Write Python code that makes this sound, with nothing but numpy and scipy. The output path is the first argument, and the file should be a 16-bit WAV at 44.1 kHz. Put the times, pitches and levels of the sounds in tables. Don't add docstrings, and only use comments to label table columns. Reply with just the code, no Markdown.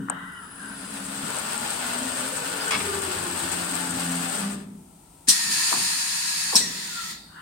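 import sys
import numpy as np
from scipy import signal
from scipy.fft import rfft, irfft, next_fast_len
from scipy.io import wavfile
from scipy.ndimage import map_coordinates

SR = 44100
rng = np.random.default_rng(int(sys.argv[2]) if len(sys.argv) > 2 else 0)


def generate_wav(signal):
    frames = np.transpose(np.atleast_2d(signal))
    scaled = np.clip(frames, -1, 1) * 32767
    pcm = np.round(scaled).astype(np.int16)
    wavfile.write(sys.argv[1], SR, pcm)


N = 326781


def amp(db):
    return 10 ** (np.asarray(db) / 20)


def unit(x):
    return x / np.sqrt(np.mean(x ** 2) + 1e-20)


def along(points, hz):
    f, v = np.transpose(points)
    return np.interp(np.log(hz + 1), np.log(f + 1), v)


def curves(rows):
    s, *cols = np.transpose(rows)
    return [np.interp(np.arange(N) / SR, s, c) for c in cols]


def wobble(rate, size=N):
    knots = rng.standard_normal(int(size * rate / SR) + 4)
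    return map_coordinates(knots, [np.arange(size) * rate / SR])


def filtered(x, response):
    m = next_fast_len(N + 8192)
    return irfft(rfft(x, m) * response(np.fft.rfftfreq(m, 1 / SR)), m)[..., :N]


def shape(points):
    return lambda hz: amp(along(points, hz)) * np.minimum(hz / points[0][0], 1) ** 2


def modes(rows):
    def response(f):
        return sum((-1) ** k * amp(db) * 1j * f * w / (c * c - f * f + 1j * f * w)
                   for k, (c, w, db) in enumerate(rows))
    return response


# f/Hz, left-right correlation (0-1)
PORT_LIKENESS = [(150, 0.97), (330, 0.81), (560, 0.1), (900, 0.067), (1500, 0.26), (10000, 0.04)]


def noise(response, size=N):
    m = next_fast_len(size)
    hz = np.fft.rfftfreq(m, 1 / SR)
    turn = np.arccos(np.clip(along(PORT_LIKENESS, hz), -1, 1)) / 2
    spectra = rfft(rng.standard_normal((2, m))) * response(hz) * [np.cos(turn), np.sin(turn)]
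    mid, side = irfft(spectra, m)[:, :size]
    return unit(np.array([mid + side, mid - side]))


def tone(hz, rough, width_hz):
    rough = np.clip(rough, 0, 1)
    flutter = wobble(width_hz, size=len(hz)) + 1j * wobble(width_hz, size=len(hz))
    swing = np.sqrt(1 - rough) + np.sqrt(rough / 2) * flutter
    turns = np.cumsum(hz) / SR + rng.random()
    return np.sqrt(2) * np.real(swing * np.exp(2j * np.pi * turns))


def wide_tone(hz, rough, width_hz):
    return np.array([tone(hz, rough, width_hz) for _ in range(2)])


def boost(hz, resonances):
    return amp(sum(db / (1 + ((hz - centre) / width) ** 2) for centre, width, db in resonances))


def locking(hz, resonances, broad_hz, narrow_hz, rough):
    gain = boost(hz, resonances)
    breath = np.minimum(gain, 1) * tone(hz, rough=0.97, width_hz=broad_hz)
    line = np.maximum(gain - 1, 0) * tone(hz, rough, narrow_hz)
    return breath + line


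def envelope(start_s, attack_s, end_s, fade_db_per_s):
    t = np.arange(N) / SR
    return np.clip((t - start_s) / attack_s, 0, 1) * amp(-fade_db_per_s * np.maximum(t - end_s, 0))


def swell(peak_s, rise_db_per_s, fade_db_per_s):
    t = np.arange(N) / SR - peak_s
    return amp(-np.abs(np.where(t < 0, rise_db_per_s, fade_db_per_s) * t))


def struck(response, t60, attack_s):
    t = np.arange(SR // 2) / SR
    fade = amp(-60 * t / t60) * (1 - np.exp(-t / attack_s))
    return unit(fade * noise(response, size=len(t))) * np.sqrt(np.mean(fade ** 2))


def add(track, s, sound):
    part = track[:, round(s * SR):][:, :sound.shape[-1]]
    part += sound[..., :part.shape[1]]


def from_left(x, lag_s):
    ports = np.array([[1], [-1]])
    return filtered(x, lambda hz: np.exp(1j * np.pi * hz * lag_s * ports))


def guards(x, echo_db, spread_s, count=24):
    out = x.copy()
    for channel, treble in enumerate(filtered(x, lambda hz: hz / (hz + 900))):
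        for late, sign in zip(rng.random(count), rng.choice([-1, 1], count)):
            echo = sign * amp(echo_db) / np.sqrt(count) * treble
            add(out[channel:channel + 1], .001 + late * spread_s, echo)
    return out / np.sqrt(1 + amp(echo_db) ** 2)


# f/Hz, t60/s
HALL_DECAY = [(300, 1), (4500, 0.53), (7500, 0.38), (15000, 0.094)]


def hall(x):
    hz, t, z = signal.stft(rng.standard_normal((2, SR)), SR, nperseg=256)
    fade = amp(-60 * t / along(HALL_DECAY, hz)[:, None]) * (1 - np.exp(-t / .01))
    tail = signal.istft(z * fade, SR, nperseg=256)[1]
    return signal.fftconvolve(x, tail / np.linalg.norm(tail[0]), axes=1)[:, :N]


START_S, CRUISE_S, BRAKE_S, STOP_S = .15, 1.36, 4.39, 4.7


def motion():
    speed = np.interp(np.arange(N) / SR, [START_S, CRUISE_S, BRAKE_S, STOP_S], [0, 1, 1, 0])
    return speed, np.cumsum(speed) / speed.sum()


# f/Hz, relative level/dB per Hz
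HALL_RUSH = [(15, -37), (25, -19), (43, -4.5), (96, -6.5), (119, -15), (169, 3.5), (227, -29), (274, -6.5),
             (523, -20.5), (567, -19), (945, -12), (1240, -31), (6050, -25), (9050, -26), (15500, -28.5)]
# f/Hz, width/Hz, relative level/dB
FAR_FANS = [(926, 41, 3), (1327, 50, 13)]


def factory():
    fans = amp(-70) * noise(modes(FAR_FANS))
    drift = amp(.6 * wobble(5))
    return amp(-54) * drift * noise(shape(HALL_RUSH)) + fans


# f/Hz, relative level/dB per Hz
FRAME_RUMBLE = [(25, -25), (55, -16), (95, -5.5), (150, -2), (220, 1), (300, -6), (450, -9), (900, -75)]
# t/s, level/dB before the trims below, fade/dB per s
FRAME_JOLTS = [(.003, -39, 50), (2.78, -46, 16), (4.53, -39, 49), (5.5, -43.5, 98), (5.78, -37.5, 123),
               (6.61, -37.5, 76)]
RUMBLE_DB, PUMP_DB = -46, -53.5


def frame():
    speed, _ = motion()
    jolt = np.sqrt(sum((amp(db) * swell(s, rise_db_per_s=330, fade_db_per_s=fade)) ** 2
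                       for s, db, fade in FRAME_JOLTS))
    force = np.hypot(amp(RUMBLE_DB) * speed ** 0.74, amp(-5) * jolt)
    rumble = force * amp(1.55 * wobble(16)) * noise(shape(FRAME_RUMBLE))
    pump = amp(PUMP_DB) * envelope(5.27, attack_s=0.072, end_s=7.11, fade_db_per_s=20)
    resonance = noise(lambda hz: np.abs(modes([(190, 140, 0)])(hz)) ** 4)
    return rumble + np.hypot(pump, amp(-2.5) * jolt) * resonance


CARRIER_HZ = 10000
CURRENT_HZ = 72.8


def inverter():
    speed, _ = motion()
    sides = sum(tone(CARRIER_HZ + k * CURRENT_HZ * speed, rough=.7, width_hz=30) for k in (-5, -1, 1, 5))
    carrier = tone(np.full(N, CARRIER_HZ), rough=0.52, width_hz=57)
    octave_below = tone(np.full(N, CARRIER_HZ / 2), rough=0.79, width_hz=260)
    pull = envelope(START_S, attack_s=0.48, end_s=1.0, fade_db_per_s=32)
    return pull * (amp(-56.5) * carrier + amp(-60.5) * octave_below + amp(-57.5) * sides)


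# t/s, level/dB
SERVO_HUM = [(0, -35), (.1, -45), (.45, -59.5), (2.6, -53), (2.85, -50.5), (3.7, -42.5), (3.97, -35),
             (4.17, -34), (4.31, -44.5), (4.85, -55), (5.2, -88)]
# multiple, relative level/dB
BRAKE_HARMONICS = [(1, 0.5), (2, -21), (3, -24.5)]
SHAFT_HZ, SHAFT_SAG_HZ = 91.26, 6
SCREW_HZ, SCREW_RISE_HZ, SCREW_DB = 183.8, 199, -43.5
BOOM_HZ, PULL_DB, BRAKE_DB = 199, -42.5, -29.5


def servo():
    _, travel = motion()
    shaft_hz = SHAFT_HZ - SHAFT_SAG_HZ * travel ** 2
    orders = sum(amp(db) * tone(k * shaft_hz, rough=0.19, width_hz=22) for k, db in [(2, -.3), (3, -1.8)])
    hum = amp(curves(SERVO_HUM)[0]) * orders

    low_level = amp(-43.5) * envelope(2.6, attack_s=0.36, end_s=3.05, fade_db_per_s=15.5)
    low_hum = low_level * tone(shaft_hz, rough=0.77, width_hz=22)

    screw_level = amp(SCREW_DB + 2.6 * wobble(8.87))
    screw_level = screw_level * envelope(1.35, attack_s=0.17, end_s=2.72, fade_db_per_s=44)
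    screw = screw_level * tone(SCREW_HZ + SCREW_RISE_HZ * travel, rough=0.92, width_hz=35)

    boom = sum(amp(db) * tone(np.full(N, k * BOOM_HZ), rough=0.08, width_hz=28.5)
               for k, db in BRAKE_HARMONICS)
    brake = amp(BRAKE_DB) * envelope(4.35, attack_s=0.11, end_s=4.47, fade_db_per_s=64) * boom

    strain = tone(np.full(N, BOOM_HZ), rough=0.75, width_hz=42)
    strain = strain + amp(-4) * tone(3 * shaft_hz, rough=0.44, width_hz=36)
    pull = amp(PULL_DB) * envelope(0.49, attack_s=0.35, end_s=1.26, fade_db_per_s=174) * strain
    return hum + low_hum + screw + pull + brake


# t/s, level/dB, centre f/Hz, width/Hz (before sharpening), t60/s
WOOD_KNOCKS = [(.003, -34, 188, 232, .29), (0.0845, -25, 1320, 890, 0.027),
               (0.0995, -10, 840, 1400, 0.0079), (.102, -38, 684, 1000, 0.21),
               (1.234, -32.5, 205, 120, 0.12), (1.373, -32, 630, 800, .061), (2.707, -27.5, 5940, 7000, .1),
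               (2.746, -33, 187, 210, 0.38), (2.757, -30, 860, 600, 0.087), (2.802, -34, 1150, 900, 0.042),
               (5.279, -28.5, 180, 378, 0.077), (5.717, -36, 656, 900, .08),
               (5.7275, -14.5, 1030, 900, 0.022), (5.729, -35, 270, 300, .12),
               (5.736, -31.5, 895, 900, 0.24), (6.524, -30.5, 910, 550, 0.18), (6.531, -36, 375, 450, .15),
               (6.547, -25.5, 950, 350, 0.084), (6.552, -24.5, 202, 330, 0.067), (6.6, -46, 382, 490, 1)]


def knocks():
    out = np.zeros((2, N))
    for s, db, centre_hz, width_hz, t60 in WOOD_KNOCKS:
        cluster = lambda hz: np.abs(modes([(centre_hz, width_hz, 0)])(hz)) ** 4
        add(out, s, amp(db) * struck(cluster, t60, attack_s=0.00068))
    return out


# t/s, level/dB
STEEL_TICKS = [(0.0988, -21.5), (1.304, -28), (1.367, -28), (1.578, -27.5), (1.704, -25), (1.896, -36)]


def ticks():
    out = np.zeros((2, N))
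    for s, db in STEEL_TICKS:
        add(out, s, amp(db) * struck(lambda hz: modes([(7900, 1700, 0)])(hz) ** 2, t60=.012, attack_s=.0002))
    return out


# t/s, length/s, first f/Hz, last f/Hz, level/dB, roughness (0-1)
STEEL_SQUEALS = [(0.095, 0.041, 1680, 1620, -35.5, 0.93), (0.12, 0.3, 2000, 1900, -50, 0.7),
                 (0.277, 0.21, 1546, 1244, -46.5, 0.8), (0.356, 0.047, 3030, 2910, -50, 0.4),
                 (0.584, 0.162, 1650, 1485, -43.5, 0.93), (2.602, 0.032, 4900, 4880, -34, 0.4),
                 (2.664, 0.045, 1523, 1500, -32, 0.1)]


def squeals():
    t, out = np.arange(SR // 2) / SR, np.zeros((2, N))
    for s, length, first_hz, last_hz, db, rough in STEEL_SQUEALS:
        done = np.clip(t / length, 0, 1)
        hz = first_hz + (last_hz - first_hz) * done
        arch = np.sqrt(4 * done * (1 - done))
        add(out, s, amp(db) * arch * wide_tone(hz, rough, width_hz=150))
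    return out


# f/Hz, width/Hz (before sharpening), relative level/dB
QUILL_RING = [(545, 100, -22), (1010, 210, -0.5), (1410, 350, 1.5), (1570, 280, -1), (1896, 68, -6),
              (2990, 350, -7.5), (3750, 250, -13.5)]
# t/s of the peak, level/dB, rise/dB per s
QUILL_STROKES = [(.01, -46.5, 520), (.105, -37.5, 518), (.63, -43, 130), (7.322, -50, 500),
                 (7.39, -41.5, 192)]


def quill():
    force = np.max([amp(db) * swell(s, rise, fade_db_per_s=25) for s, db, rise in QUILL_STROKES], axis=0)
    ring = lambda hz: sum(amp(db) * np.abs(modes([(centre, 1.9 * width, 0)])(hz)) ** 4
                          for centre, width, db in QUILL_RING)
    chatter = amp(0.89 * wobble(110) + 0.4 * wobble(15.5))
    return force * unit(chatter * noise(ring))


# t/s, level/dB before the wood and chute trims
BOUNCES = [(2.708, -25), (2.719, -25.5), (2.729, -30), (2.741, -26), (2.749, -30), (2.761, -39),
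           (2.802, -32.5)]
# f/Hz, width/Hz, relative level/dB
WOOD_RING = [(597, 140, -3.5), (1140, 230, 3), (1720, 180, 1), (2230, 460, 0), (2880, 270, -1),
             (3440, 230, 0), (4300, 480, -3.5), (5050, 330, 0)]
# f/Hz, mean relative level/dB, t60/s
CHUTE_RING = [(1145, -10, 0.36), (2206, 1, .1), (2406, -5.5, 0.14), (2660, 0, 0.1), (3338, -7, 0.41),
              (3940, -8, .2), (5400, -2, .13)]
CHUTE_DB = -32.5


def drop():
    out, t = np.zeros((2, N)), np.arange(SR // 2) / SR
    hardest = max(db for _, db in BOUNCES)
    for s, db in BOUNCES:
        chatter = amp(1.9 * wobble(585, size=len(t)))
        wood = amp(db + 1) * chatter * struck(modes(WOOD_RING), t60=0.13, attack_s=.0012)
        ring = np.zeros((2, len(t)))
        for hz, level, t60 in CHUTE_RING:
            fade = amp(level + rng.normal(0, 3.9) - 60 * t / t60)
            ring += fade * np.sin(2 * np.pi * (hz * t + rng.random((2, 1))))
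        add(out, s, wood + amp(CHUTE_DB + db - hardest) * ring)
    return out


# first f/Hz, last f/Hz, width/Hz, level/dB
BED_GLIDES = [(944, 790, 230, -45), (1341, 1680, 260, -45.5), (1793, 1130, 260, -54),
              (3140, 2900, 380, -53)]
BED_CORE_DB, BED_CORE_WIDTH_HZ = -5, 70


def bed(travel):
    glides = [(first + (last - first) * travel, width, db) for first, last, width, db in BED_GLIDES]
    skirts = sum(amp(db) * wide_tone(hz, rough=1, width_hz=width) for hz, width, db in glides)
    cores = sum(amp(db + BED_CORE_DB) * tone(hz, rough=1, width_hz=BED_CORE_WIDTH_HZ) for hz, _, db in glides)
    return (skirts + cores) / np.hypot(1, amp(BED_CORE_DB))


# f/Hz, relative level/dB per Hz
RAIL_ROLL = [(370, -4), (600, -2.5), (1000, -0.5), (1500, 1.5), (2000, -6), (2700, -6), (3800, -6),
             (5000, -6), (5900, -12), (8500, -16), (9100, -18.5), (10200, -11.5), (10900, -15),
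             (15500, -20)]
# f/Hz, width/Hz, relative level/dB before squaring
PANEL_RING = [(2660, 65, 0), (3360, 47, -3), (4290, 140, -3), (4850, 240, -4), (6360, 190, -6)]
# f/Hz, relative level/dB per Hz
BALL_RATTLE = [(2500, -69), (5000, 2), (6200, 12), (8300, 17.5), (9300, 9), (11000, 2), (15500, 2.5)]
# f/Hz, half width/Hz, boost/dB
RAIL_RESONANCES = [(880, 36, 9), (395, 34, 10.5), (288, 45, 4.5), (1196, 72, 11.5), (1450, 60, 11)]
# multiple of the first f, relative level/dB
RAIL_HARMONICS = [(1, 1.5), (2, -13.5), (3, -6), (5, -13)]
ROLL_DB, ROLL_POWER, ROLL_NEARER_DB = -33.5, 1.53, 1.5
RATTLE_DB, RATTLE_POWER, RATTLE_NEARER_DB = -41.5, 2, 4
PANELS_DB, BED_POWER = -49, 5.2
CREEP_SPURTS_DB = 4.5
RAIL_START_HZ, RAIL_END_HZ, RAIL_DB, RAIL_DAMPED_HZ = 3597, 240.9, -45, 950


def carriage():
    speed, travel = motion()
    rolling = speed ** ROLL_POWER
    grain = unit(amp(1.05 * wobble(25.18) + 1.0 * wobble(260)))
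    panels = amp(PANELS_DB) * noise(lambda hz: np.abs(modes(PANEL_RING)(hz)) ** 2)
    slide = amp(ROLL_DB + ROLL_NEARER_DB * travel) * noise(shape(RAIL_ROLL)) + panels
    roll = grain * (rolling * slide + speed ** BED_POWER * bed(travel))
    roll = roll - (1 - speed) * filtered(roll, lambda hz: hz / (hz + 5000))

    ticking = unit(amp(3.2 * wobble(420) + 1.5 * wobble(90)) * noise(shape(BALL_RATTLE)))
    spurts_db = CREEP_SPURTS_DB * np.sqrt(1 - speed) * wobble(40)
    rattle = speed ** RATTLE_POWER * amp(RATTLE_DB + RATTLE_NEARER_DB * travel + spurts_db) * ticking

    rail_hz = 1 / ((1 - travel) / RAIL_START_HZ + travel / RAIL_END_HZ)
    waves = sum(amp(db) * locking(k * rail_hz, RAIL_RESONANCES, broad_hz=125, narrow_hz=50, rough=.5)
                for k, db in RAIL_HARMONICS)
    skirt = amp(-0.5) * wide_tone(rail_hz, rough=1, width_hz=370)
    rail = amp(RAIL_DB) * (waves + skirt) / (1 + (rail_hz / RAIL_DAMPED_HZ) ** 4)
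    return from_left(roll + rattle, lag_s=0.000658) + rolling * rail


# t/s, level/dB
CLAMP_CONTACTS = [(6.5548, -12.5), (6.558, -12), (6.563, -13.5)]
# f/Hz, level/dB against the contact, t60/s
CLAMP_RING = [(5200, -2, 0.04), (5530, 3.5, 0.041), (5670, -18.5, 0.64), (8020, -23.5, 0.36),
              (8830, -23, 0.084)]
CRACK_DB = -3.5


def clamp():
    out = np.zeros((2, N))
    for s, db in CLAMP_CONTACTS:
        add(out, s, amp(db + CRACK_DB) * struck(modes([(7450, 6200, 0)]), t60=0.014, attack_s=.0001))
        for hz, level, t60 in CLAMP_RING:
            mode = lambda f: modes([(hz, 150, 0)])(f) ** 2
            add(out, s, amp(db + level) * struck(mode, t60, attack_s=0.00036))
    return out


# start t/s, end t/s, first level/dB, settled level/dB
VENTS = [(5.271, 6.564, -26.5, -28.5), (5.506, 5.954, -27, -36), (6.56, 7.119, -34, -38)]
SETTLE_S, OPEN_S, SHUT_DB_PER_S = 0.57, 0.011, 200


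def stroke(start, end, first_db, settled_db):
    excess = np.exp(-np.maximum(np.arange(N) / SR - start, 0) / SETTLE_S)
    flow = amp(settled_db + (first_db - settled_db) * excess) * envelope(start, OPEN_S, end, SHUT_DB_PER_S)
    return flow, excess


# f/Hz, relative level/dB per Hz
CLAMP_OUTLET = [(1500, -13), (1950, 11), (2400, -12), (3700, 10.5), (4500, -20), (7500, -8), (9500, -23),
                (11500, -5), (13000, -6), (15500, -6)]
# f/Hz, width/Hz, relative level/dB before squaring
VALVE_LEAK = [(3640, 320, 6), (4650, 800, 7)]
CLAMP_AIR_DB, LEAK_DB = -41.5, -43


def clamp_air():
    start, end, *_ = VENTS[-1]
    jet = amp(CLAMP_AIR_DB) * envelope(start, OPEN_S, end, SHUT_DB_PER_S) * noise(shape(CLAMP_OUTLET))
    leak = amp(LEAK_DB) * envelope(end, attack_s=.04, end_s=7.1, fade_db_per_s=60)
    return jet + leak * noise(lambda hz: np.abs(modes(VALVE_LEAK)(hz)) ** 2)


# first f/Hz, settled f/Hz, settling time/s, level/dB over the air flow
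VENT_WHISTLES = [(1945, 1655, .36, -22.5), (1890, 1690, .28, -25), (2170, 1215, .24, -15)]
# f/Hz, half width/Hz, boost/dB
WHISTLE_CAVITIES = [(1825, 65, 10.5), (1950, 60, 6.5), (1690, 35, 3), (1565, 75, -13), (1378, 45, 15)]


def whistles():
    out, t = np.zeros((2, N)), np.arange(N) / SR
    for vent, (first_hz, settled_hz, settle_s, whistle_db) in zip(VENTS, VENT_WHISTLES):
        start, end, *_ = vent
        flow, _ = stroke(*vent)
        hz = settled_hz + (first_hz - settled_hz) * np.exp(-np.maximum(t - start, 0) / settle_s)
        line = locking(hz, WHISTLE_CAVITIES, broad_hz=80, narrow_hz=45, rough=.12)
        skirt = boost(hz, WHISTLE_CAVITIES) * wide_tone(hz, rough=0.94, width_hz=240)
        level = flow * amp(whistle_db) * envelope(start, attack_s=.06, end_s=end - .05, fade_db_per_s=60)
        out += level * (line + amp(-7) * skirt)
    return out


# f/Hz, relative level/dB per Hz
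SILENCER_HISS = [(560, -30), (720, -18), (980, -9.5), (1300, -8), (1800, -7.5), (3300, -8.5), (4100, 0.5),
                 (4700, 2), (5800, -5), (7000, -2), (7500, -7), (8100, -12.5), (9600, -10), (10600, -14.5),
                 (11500, -17.5), (12200, -14.5), (15500, -25)]
# f/Hz, relative level/dB
HOUSING_RING = [(4039, -45), (4161, -38.5), (4375, -44), (4582, -51), (4688, -43), (4888, -50), (5046, -38),
                (5184, -51), (5555, -38), (6289, -43), (7034, -39), (8979, -53), (9492, -50), (9589, -44)]
# f/Hz, width/Hz, relative level/dB before squaring
SILENCER_CAVITIES = [(952, 47, 4.5), (1677, 38, 6), (1865, 160, 4), (2615, 220, 3.5)]
EVEN_FLOW_DB, FIZZ_POWER = -33, 0.35


def exhaust():
    strokes = [stroke(*vent) for vent in VENTS]
    total = np.sqrt(sum(flow ** 2 for flow, _ in strokes))
    rubbing = sum(flow * excess for flow, excess in strokes)
    housing = lambda hz: sum(amp(db) * np.abs(modes([(centre, 26, 0)])(hz)) ** 2
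                             for centre, db in HOUSING_RING)
    cavity = lambda hz: np.abs(modes(SILENCER_CAVITIES)(hz)) ** 2
    hiss = guards(noise(shape(SILENCER_HISS)), echo_db=0.5, spread_s=0.023, count=48)
    hiss = hiss + amp(-6.5) * noise(housing) + amp(-13.5) * noise(cavity)
    fizz = filtered(hiss, lambda hz: np.clip((hz - 7500) / 2000, 0, 1))
    hiss = hiss + fizz * ((total / amp(EVEN_FLOW_DB)) ** FIZZ_POWER - 1)
    rub = amp(-28.5) * rubbing * noise(lambda hz: np.abs(modes([(280, 190, 0)])(hz)) ** 4)
    return total * amp(0.34 * wobble(24)) * hiss + rub


# t/s, level/dB, hold/s, t60/s
VALVE_DUMPS = [(5.285, -12, 0.01, 0.18), (6.56, -15, 0.0054, 0.2)]
# f/Hz, relative level/dB per Hz
VALVE_OUTLETS = [
    [(200, -11), (600, -60), (1500, -45), (3000, -14), (4000, -6), (5700, -1.5), (7500, -10.5), (9300, -11),
     (10800, -14.5), (12500, -17.5), (15500, -23)],
    [(200, -29), (600, -24.5), (1500, -24), (3000, -21), (4100, -4.5), (5000, -9), (5550, -15), (6200, -8),
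     (7300, -14), (8100, -13), (9500, -26), (11000, -20), (15500, -31)],
]


def valves():
    out, t = np.zeros((2, N)), np.arange(SR // 2) / SR
    for (s, db, hold, t60), outlet in zip(VALVE_DUMPS, VALVE_OUTLETS):
        pressure = amp(db - 60 * np.maximum(t - hold, 0) / t60) * (1 - np.exp(-t / 0.00046))
        sputter = amp(1.4 * wobble(400, size=len(t)))
        add(out, s, pressure * sputter * noise(shape(outlet), size=len(t)))
    return out


def scene():
    travel = guards(carriage() + quill(), echo_db=-1.5, spread_s=.012)
    blast = guards(valves(), echo_db=-4, spread_s=.012)
    air = from_left(exhaust() + clamp_air() + blast, lag_s=0.000662)
    air = air * amp([[-.8], [.8]])
    machine = travel + air + whistles() + squeals() + knocks() + drop() + clamp()
    echo = amp(-16) * hall(machine)
    return machine + echo + ticks() + frame() + servo() + inverter() + factory()


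# f/Hz, gain/dB
LEFT_MICROPHONE = [(170, -0.1), (600, 4), (1300, 2), (2500, 5), (3700, 1), (4400, -0.5), (5600, -2.5),
                   (6700, 2), (7700, 8), (8600, 15.5), (9200, 10.5), (9900, 7.5), (10700, 2.5), (15500, 1)]
TOP_HZ = 15950


def record(dry):
    x = filtered(dry, lambda hz: np.array([amp(along(LEFT_MICROPHONE, hz)), np.ones_like(hz)]))
    x = x / (1 + np.abs(x / .92) ** 8) ** (1 / 8)
    return filtered(x, lambda hz: hz < TOP_HZ)


dry = scene()
out = record(dry)
generate_wav(out)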